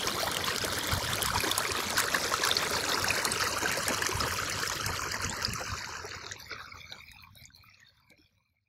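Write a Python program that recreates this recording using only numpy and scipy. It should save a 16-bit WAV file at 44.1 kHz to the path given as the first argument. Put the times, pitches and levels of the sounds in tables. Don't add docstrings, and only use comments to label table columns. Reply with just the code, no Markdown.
import sys
import numpy as np
from scipy import signal
from scipy.fft import rfft, irfft
from scipy.io import wavfile
from scipy.ndimage import uniform_filter1d

SR = 44100
rng = np.random.default_rng(int(sys.argv[2]) if len(sys.argv) > 2 else 0)


def master_out(mix):
    frames = np.transpose(np.atleast_2d(mix))
    ceiling = np.clip(frames, -1, 1)
    pcm = np.round(ceiling * 32767).astype(np.int16)
    wavfile.write(sys.argv[1], SR, pcm)


N = 383140

# freq_hz, gain_db
STREAM_EQ = [(88, -39.5), (150, -3.5), (250, -4.5), (500, -1.5), (790, -6), (980, -6.5), (1400, -6),
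             (2150, -9), (2500, -9.5), (5000, -10), (6800, -11.5), (9000, -14), (11000, -13),
             (15500, -19.5)]
# freq_hz, gain_db
DISTANCE_EQ = [(100, -38), (180, -8.5), (350, -17.5), (650, -12.5), (1300, -9.5), (1750, -9), (2300, 2.5),
               (3300, -0.5), (4300, -3.5), (6000, -15), (9000, -29), (11100, -30.5), (13500, -20),
               (15700, -21.5)]
# time_s, notch_hz, notch_depth (0-1), distance (0-1), suppressor_strength
MIC_MOVE = [(0, 2580, 0.6, 0.28, 0.02), (1, 2630, 0.6, 0.2, 0.062), (2, 3000, 0.46, 0, 0.04),
            (2.6, 2980, 0.86, 0.1, 0.031), (3.3, 3330, 0.85, 0.03, 0.11), (4, 3610, 0.7, 0.04, 0.085),
            (4.78, 3560, 0.53, 0.02, 0.18), (4.92, 3610, 1, 0, 0.24), (6, 3325, 1, 0, 0.27),
            (6.7, 3010, 0.93, 0.53, 0.51), (7.2, 2905, 0.91, 1, 1.24), (8.69, 3076, 1, 0.75, 1.63)]
# time_s, gurgle_db, burble_db, spray_db, breeze_db
FADERS = [(0, -39.5, -34.5, -45, -48.5), (1.3, -42.5, -34, -45, -47.5), (2.93, -38.5, -32, -45, -48),
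          (4.3, -44, -33.5, -46, -46.5), (5.39, -47, -37, -54, -46.5), (5.76, -54, -38.5, -59.5, -48.5),
          (6.1, -53.5, -42.5, -68, -53.5), (6.85, -64.5, -48.5, -70.5, -57.5),
          (7.451, -91, -61, -76.5, -61), (7.801, -81, -58.5, -79, -68.5), (8.349, -88.5, -75, -85, -72.5),
          (8.69, -100.5, -84.5, -101, -85.5)]
# peak_s, gurgle_db, burble_db, spray_db
SLOSH_BOOSTS = [(.22, 0.5, 3, 3), (0.478, -1, 5, 4.5), (.665, 3, 0.5, 2.5), (.9, 4, 2.5, 1),
                (1.27, -16, 3, 4), (1.36, 2, 3.5, 3), (1.45, 5.5, 2.5, 4.5), (1.98, 0, 6.5, 0),
                (2.145, 4, 2.5, 0), (2.339, -0.5, 3, 1), (2.44, -1, 4.5, 5.5), (3.649, 6.5, 2, -1),
                (3.421, 0.5, 5.5, -1), (3.899, 11.5, 1, 0), (4.228, 11, 1.5, -3), (5.62, 9.5, 0.5, 2),
                (6.041, 9.5, -0.5, 5), (6.385, -10, -4.5, 15), (6.521, 7.5, 5.5, -6), (6.92, 9, 2.5, 2),
                (7.02, 1, 0, 12), (7.115, 5, 1.5, 14), (7.22, -6, 0.5, 9), (7.361, 21.5, 4.5, 13),
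                (7.559, 22, 4, 22.5), (8.001, 1, 0, 2), (8.104, 23.5, 6.5, 5), (8.18, 12.5, 4.5, 2)]
# freq_hz, gain_db
WIND_EQ = [(15, -58), (32, -36.5), (50, -9), (70, -2.5), (97, 2.5), (160, -9.5), (260, -15), (370, -54),
           (660, -120)]
# middle_s, length_s, boost_db
WIND_GUSTS = [(0.71, 0.29, 5), (0.95, 0.095, 13), (1.083, 0.12, 11.5), (1.323, 0.17, 12.5),
              (4.207, 0.144, 9.5), (4.554, 0.063, 3.5), (4.886, 0.13, 9), (5.258, 0.13, 11),
              (5.512, 0.1, 10.5), (5.718, 0.071, 11)]
# start_s, length_s, from_hz, to_hz, level_db
SLIDING_BUBBLES = [(0.048, 0.0385, 576, 234, -38), (1.33, .05, 645, 1024, -34),
                   (5.133, 0.056, 2090, 994, -38), (5.285, 0.053, 3060, 4030, -44),
                   (5.382, 0.049, 1005, 1530, -45), (8.1, 0.028, 600, 1140, -68)]
# start_s, ring_db, nominal_pitch_hz, splat_gain_db
CLEAR_BUBBLES = [(0.071, -27.5, 1060, -15), (0.0725, -16.5, 5580, -40), (0.081, -27, 2300, -30),
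                 (0.123, -24, 4240, -36), (0.229, -23.5, 668, -19), (0.284, -26, 994, -24),
                 (0.345, -26.5, 3200, -13.5), (0.441, -22.5, 3380, -35), (0.481, -21.5, 1090, -27),
                 (0.616, -22.5, 5240, -37), (0.648, -31, 616, -11), (0.978, -32, 590, -13.5),
                 (1.133, -20.5, 3580, -12), (1.22, -19, 3310, -10), (1.303, -23, 1390, -39),
                 (1.357, -18.5, 960, -34), (1.404, -22.5, 2410, -11.5), (1.438, -27.5, 393, -35),
                 (1.459, -28, 326, -35), (1.514, -16.5, 3500, -7.5), (1.579, -27.5, 1075, -2.5),
                 (1.652, -20.5, 2100, -38), (1.69, -29, 396, -37), (1.706, -24, 2480, -38),
                 (1.98, -20, 1540, -7), (1.992, -23, 1590, -8), (2.001, -31, 1510, -4),
                 (2.081, -23.5, 1560, -31), (2.144, -17, 1710, -13), (2.253, -30, 471, -35),
                 (2.338, -18.5, 1256, -23), (2.436, -21, 1700, -32), (2.469, -21.5, 1350, -35),
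                 (2.488, -24.5, 1580, -11), (2.513, -13.5, 3630, -16), (2.568, -10.5, 4500, -34),
                 (2.709, -32.5, 418, -13), (2.734, -21.5, 1410, -36), (2.896, -22, 4240, -27),
                 (2.919, -19, 3670, -37), (2.944, -18.5, 4970, -34), (2.974, -22.5, 1370, -36),
                 (3.043, -19.5, 1550, -9), (3.085, -17, 5550, -34), (3.105, -17, 2480, -14),
                 (3.162, -26, 1600, -19), (3.251, -17.5, 4200, -5), (3.319, -15, 8430, -19),
                 (3.657, -17.5, 1545, -24), (3.772, -21.5, 545, -14.5), (3.881, -24, 1640, -5.5),
                 (4.021, -20.5, 1710, -14), (4.06, -24, 1780, -35), (4.089, -26, 375, -13),
                 (4.205, -18.5, 5160, -24), (4.325, -29, 1190, -28), (4.634, -26, 1760, -23),
                 (4.675, -21.5, 5360, -17), (4.698, -20, 6200, -18), (4.723, -29, 5040, -32),
                 (4.863, -21.5, 5200, -12), (4.993, -25.5, 1290, -44), (5.018, -32, 1100, -21),
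                 (5.142, -22.5, 1950, -24), (5.246, -18, 6000, -36), (5.296, -21, 7200, -44),
                 (5.42, -31, 1420, -42), (5.449, -14, 4870, -20), (5.535, -29.5, 2200, -14.5),
                 (5.718, -36, 1040, -50), (6.043, -34.5, 426, -55), (6.238, -41, 417, -50),
                 (6.313, -30, 1780, -36), (6.513, -32.5, 1470, -53), (6.923, -27.5, 3890, -43),
                 (7.116, -42, 2030, -30), (7.236, -40, 2400, -64), (7.355, -56, 613, -49),
                 (7.438, -41, 4970, -45), (7.455, -34.5, 6830, -59), (7.503, -50.5, 1550, -68),
                 (7.561, -46, 4570, -48), (7.638, -51.5, 1270, -58), (7.744, -47, 4260, -78),
                 (7.999, -63, 1330, -58), (8.102, -58.5, 315, -41), (8.1035, -50, 4020, -63),
                 (8.177, -56, 2400, -80), (8.186, -55.5, 303, -80)]
# start_s, gain_db
SINGLE_DROPS = [(0.222, -18), (0.316, -13), (0.7268, -13), (0.7871, -11), (0.8724, -9), (0.9373, -10),
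                (1.157, -9.5), (1.2286, -7), (1.262, -9), (3.441, -12.5), (3.5863, -15), (3.7254, -16),
                (4.281, -15), (4.3403, -15), (4.6014, -18), (4.663, -22), (5.22, -18), (7.355, -35),
                (7.425, -39)]

FRAME, HOP = 512, 128


def gain_of(db):
    return 10 ** (np.asarray(db) / 20)


def unit_rms(x):
    return x / np.sqrt(np.mean(x ** 2) + 1e-20)


def eq_db(curve, hz):
    freq_hz, gain_db = np.transpose(curve)
    return np.interp(np.log(hz + 1), np.log(freq_hz + 1), gain_db)


def automation(rows, t):
    time_s, *columns = np.transpose(rows)
    return [np.interp(t, time_s, column) for column in columns]


def spectra(x):
    return signal.stft(x, SR, nperseg=FRAME, noverlap=FRAME - HOP)


def blur(grid, bins, frames):
    return uniform_filter1d(uniform_filter1d(grid, bins, axis=0), frames, axis=1)


def patches(shape, bins, frames):
    return unit_rms(blur(rng.standard_normal(shape), bins, frames))


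def wander(smooth_s):
    size = max(round(smooth_s * SR), 1)
    return unit_rms(uniform_filter1d(uniform_filter1d(rng.standard_normal(N), size), size))


def bubble(hz, ring_s, glide, rise_s):
    t = np.arange(round(ring_s * SR) + 8) / SR
    envelope = (1 - np.exp(-t / rise_s)) ** 2 * gain_of(-60 * t / ring_s)
    return envelope / envelope.max() * np.sin(2 * np.pi * hz * (t + glide * t ** 2 / (2 * ring_s)))


def bubble_bed(density, ring_scale, spread_db, clump_db):
    clumps = gain_of(clump_db * (wander(0.012) + 0.32 * wander(0.05)))
    out = np.zeros(N)
    for hz in np.geomspace(150, 15500, num=130):
        draw = rng.random(N)
        accent_db = spread_db * np.minimum(rng.exponential(1, N), 4)
        per_s = density * (hz / 1000) ** 0.45 * clumps
        triggers = gain_of(accent_db) * np.clip((per_s - draw * SR) / 2, 0, 1)
        cycles = ring_scale * rng.uniform(0.38, 1.79) * (hz / 1000) ** 0.24
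        ring = bubble(hz, cycles / hz, glide=0.12, rise_s=0.84 / hz)
        out += np.sqrt(hz) * unit_rms(signal.oaconvolve(triggers, ring)[:N])
    return unit_rms(out)


def wash(hz):
    hiss = spectra(rng.standard_normal(N))[2]
    tilt_db = 0.2 * np.log2(hz / 1000 + 0.075)
    return gain_of(-5.5 + 1.9 * patches(hiss.shape, bins=6, frames=14) + tilt_db) * hiss


def spatter(hz, strength, per_s, spread_db):
    tint = patches((len(hz), len(strength)), bins=24, frames=3)
    accent_db = spread_db * np.minimum(rng.exponential(1, N), 3)
    hits = gain_of(accent_db) * np.clip((per_s - rng.random(N) * SR) / 2, 0, 1)
    envelope = signal.lfilter([1], [1, -np.exp(-1 / (0.0021 * SR))], hits)
    splats = spectra(unit_rms(envelope * rng.standard_normal(N)))[2]
    tilt_db = 4.4 * np.log2(hz / 5000 + 0.01)
    return gain_of(6.3 * np.minimum(tint, 1.4) - 6.5 - 5.6 * strength + tilt_db) * splats


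def notches(hz, t, notch_hz, depth, strength):
    sample_s = np.arange(N) / SR
    depth = np.clip(depth + 0.18 * np.interp(t, sample_s, wander(0.041)), 0, 1)
    notch_hz = notch_hz * (1 + 0.0091 * np.interp(t, sample_s, wander(0.035)))
    half_width_hz = 170 + 900 * np.minimum(strength, 0.3)
    lower = 1 - depth / (1 + ((hz - notch_hz) / half_width_hz) ** 2)
    upper = 1 - np.clip(6.6 * strength - 0.9, 0, depth) / (1 + ((hz - 2.7 * notch_hz) / 900) ** 2)
    return lower * upper


def suppressor(water, strength):
    power = abs(water) ** 2
    background, now = blur(power, bins=17, frames=200), blur(power, bins=2, frames=20)
    kept = np.sqrt(np.maximum(1 - strength * background / (now + 1e-30), 0))
    return water * np.maximum(kept, gain_of(-16))


def sloshes(t, distance, hush_s=0.03):
    rows = np.array(SLOSH_BOOSTS)
    since = t - rows[:, :1]
    rise_s, fall_s = 0.022 * (1 - 0.9 * distance), 0.034 * (1 + 2.2 * distance)
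    swell = np.exp(-np.where(since < 0, since / rise_s, since / fall_s) ** 2)
    hush_before = np.exp(-((since + rise_s + hush_s) / hush_s) ** 2)
    hush_after = np.exp(-((since - fall_s - hush_s) / hush_s) ** 2)
    return rows[:, 1:].T @ (swell - (1 - swell) * (0.38 * hush_before + 0.16 * hush_after))


def ride_faders(water, hz, t, distance):
    low, high = np.clip((950 - hz) / 200, 0, 1), np.clip((hz - 7000) / 2000, 0, 1)
    targets_db = automation(FADERS, t)[:3] + sloshes(t, distance)
    lift_db = 0
    for band, target_db in zip((low, 1 - low - high, high), targets_db):
        mean_square = uniform_filter1d((band * abs(water) ** 2).sum(0), size=50) * 4 / 3
        lift_db = lift_db + band * (target_db - 10 * np.log10(mean_square + 1e-30))
    return water * gain_of(lift_db)


def stream():
    hz, t, bed = spectra(bubble_bed(density=25, ring_scale=24.2, spread_db=4.5, clump_db=2.5))
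    hz = hz[:, None]
    notch_hz, depth, distance, strength = automation(MIC_MOVE, t)
    water = bed * gain_of(-1.8 * distance) + wash(hz)
    water += spatter(hz, strength, per_s=20, spread_db=6)
    water *= notches(hz, t, notch_hz, depth, strength)
    water *= gain_of(3.2 * distance * patches(water.shape, bins=5, frames=40))
    water *= gain_of((2 - distance) * eq_db(STREAM_EQ, hz) + distance * eq_db(DISTANCE_EQ, hz))
    water = ride_faders(suppressor(water, strength), hz, t, distance)
    return signal.istft(water, SR, nperseg=FRAME, noverlap=FRAME - HOP)[1][:N]


def wind():
    hz, t = np.fft.rfftfreq(N, 1 / SR), np.arange(N) / SR
    rumble = irfft(rfft(rng.standard_normal(N)) * gain_of(eq_db(WIND_EQ, hz)), N)
    buffeting = unit_rms(rumble * gain_of(3.1 * wander(0.0069)))
    gusts_db = [db * np.exp(-(2 * (t - middle_s) / length_s) ** 4)
                for middle_s, length_s, db in WIND_GUSTS]
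    return gain_of(automation(FADERS, t)[3] + np.max(gusts_db, axis=0)) * buffeting


def glugs():
    out = np.zeros(N)
    for start_s, length_s, from_hz, to_hz, db in SLIDING_BUBBLES:
        hz = np.geomspace(from_hz, to_hz, num=round(length_s * SR))
        tone = np.sin(2 * np.pi * np.cumsum(hz) / SR)
        out[round(start_s * SR):][:len(hz)] += gain_of(db) * np.hanning(len(hz)) * tone
    return out * gain_of(4 * wander(0.0015))


def pops():
    out, t = np.zeros(N + SR), np.arange(900) / SR
    neighbours = rng.random((len(CLEAR_BUBBLES), 2))
    noise = rng.standard_normal((len(CLEAR_BUBBLES), len(t)))
    splats = signal.sosfilt(signal.butter(2, [4500, 12500], "band", fs=SR, output="sos"), noise)
    splats *= (1 - np.exp(-t / 0.0015)) * gain_of(-60 * t / 0.0097)
    for (start_s, db, hz, splat_db), (detune, lag), splat in zip(CLEAR_BUBBLES, neighbours, splats):
        ring_s = 30 * (hz / 1000) ** 0.17 / hz
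        neighbour = (0.0013 + 0.0016 * lag, hz * (0.95 + 0.24 * detune), db - 6.5)
        for delay_s, pitch, level_db in ((0, hz, db), neighbour):
            ring = bubble(0.98 * pitch, ring_s, glide=0.08, rise_s=0.94 / hz)
            out[round((start_s + delay_s) * SR):][:len(ring)] += gain_of(level_db) * ring
        out[round(start_s * SR):][:len(t)] += gain_of(splat_db) * splat
    scatter = rng.standard_normal(3000) * gain_of(-60 * np.arange(3000) / SR / 0.1)
    out = out[:N] + gain_of(-11) * signal.oaconvolve(out, scatter / np.linalg.norm(scatter))[:N]
    return signal.sosfilt(signal.butter(2, 180, "high", fs=SR, output="sos"), out)


def drips():
    out, t = np.zeros(N + SR), np.arange(300) / SR
    noise = rng.standard_normal((len(SINGLE_DROPS), len(t)))
    ticks = signal.sosfilt(signal.butter(2, [6500, 13500], "band", fs=SR, output="sos"), noise)
    ticks *= gain_of(-60 * t / 0.002)
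    for (start_s, db), tick in zip(SINGLE_DROPS, ticks):
        out[round(start_s * SR):][:len(t)] += gain_of(db) * tick
    return out[:N]


def scene():
    return (stream() + pops() + glugs() + wind() + drips())[None]


def record(dry):
    high_cut = signal.firwin(511, cutoff=15750, window=("kaiser", 9), fs=SR)
    return signal.oaconvolve(dry, high_cut[None], "same")


dry = scene()
out = record(dry)
master_out(out)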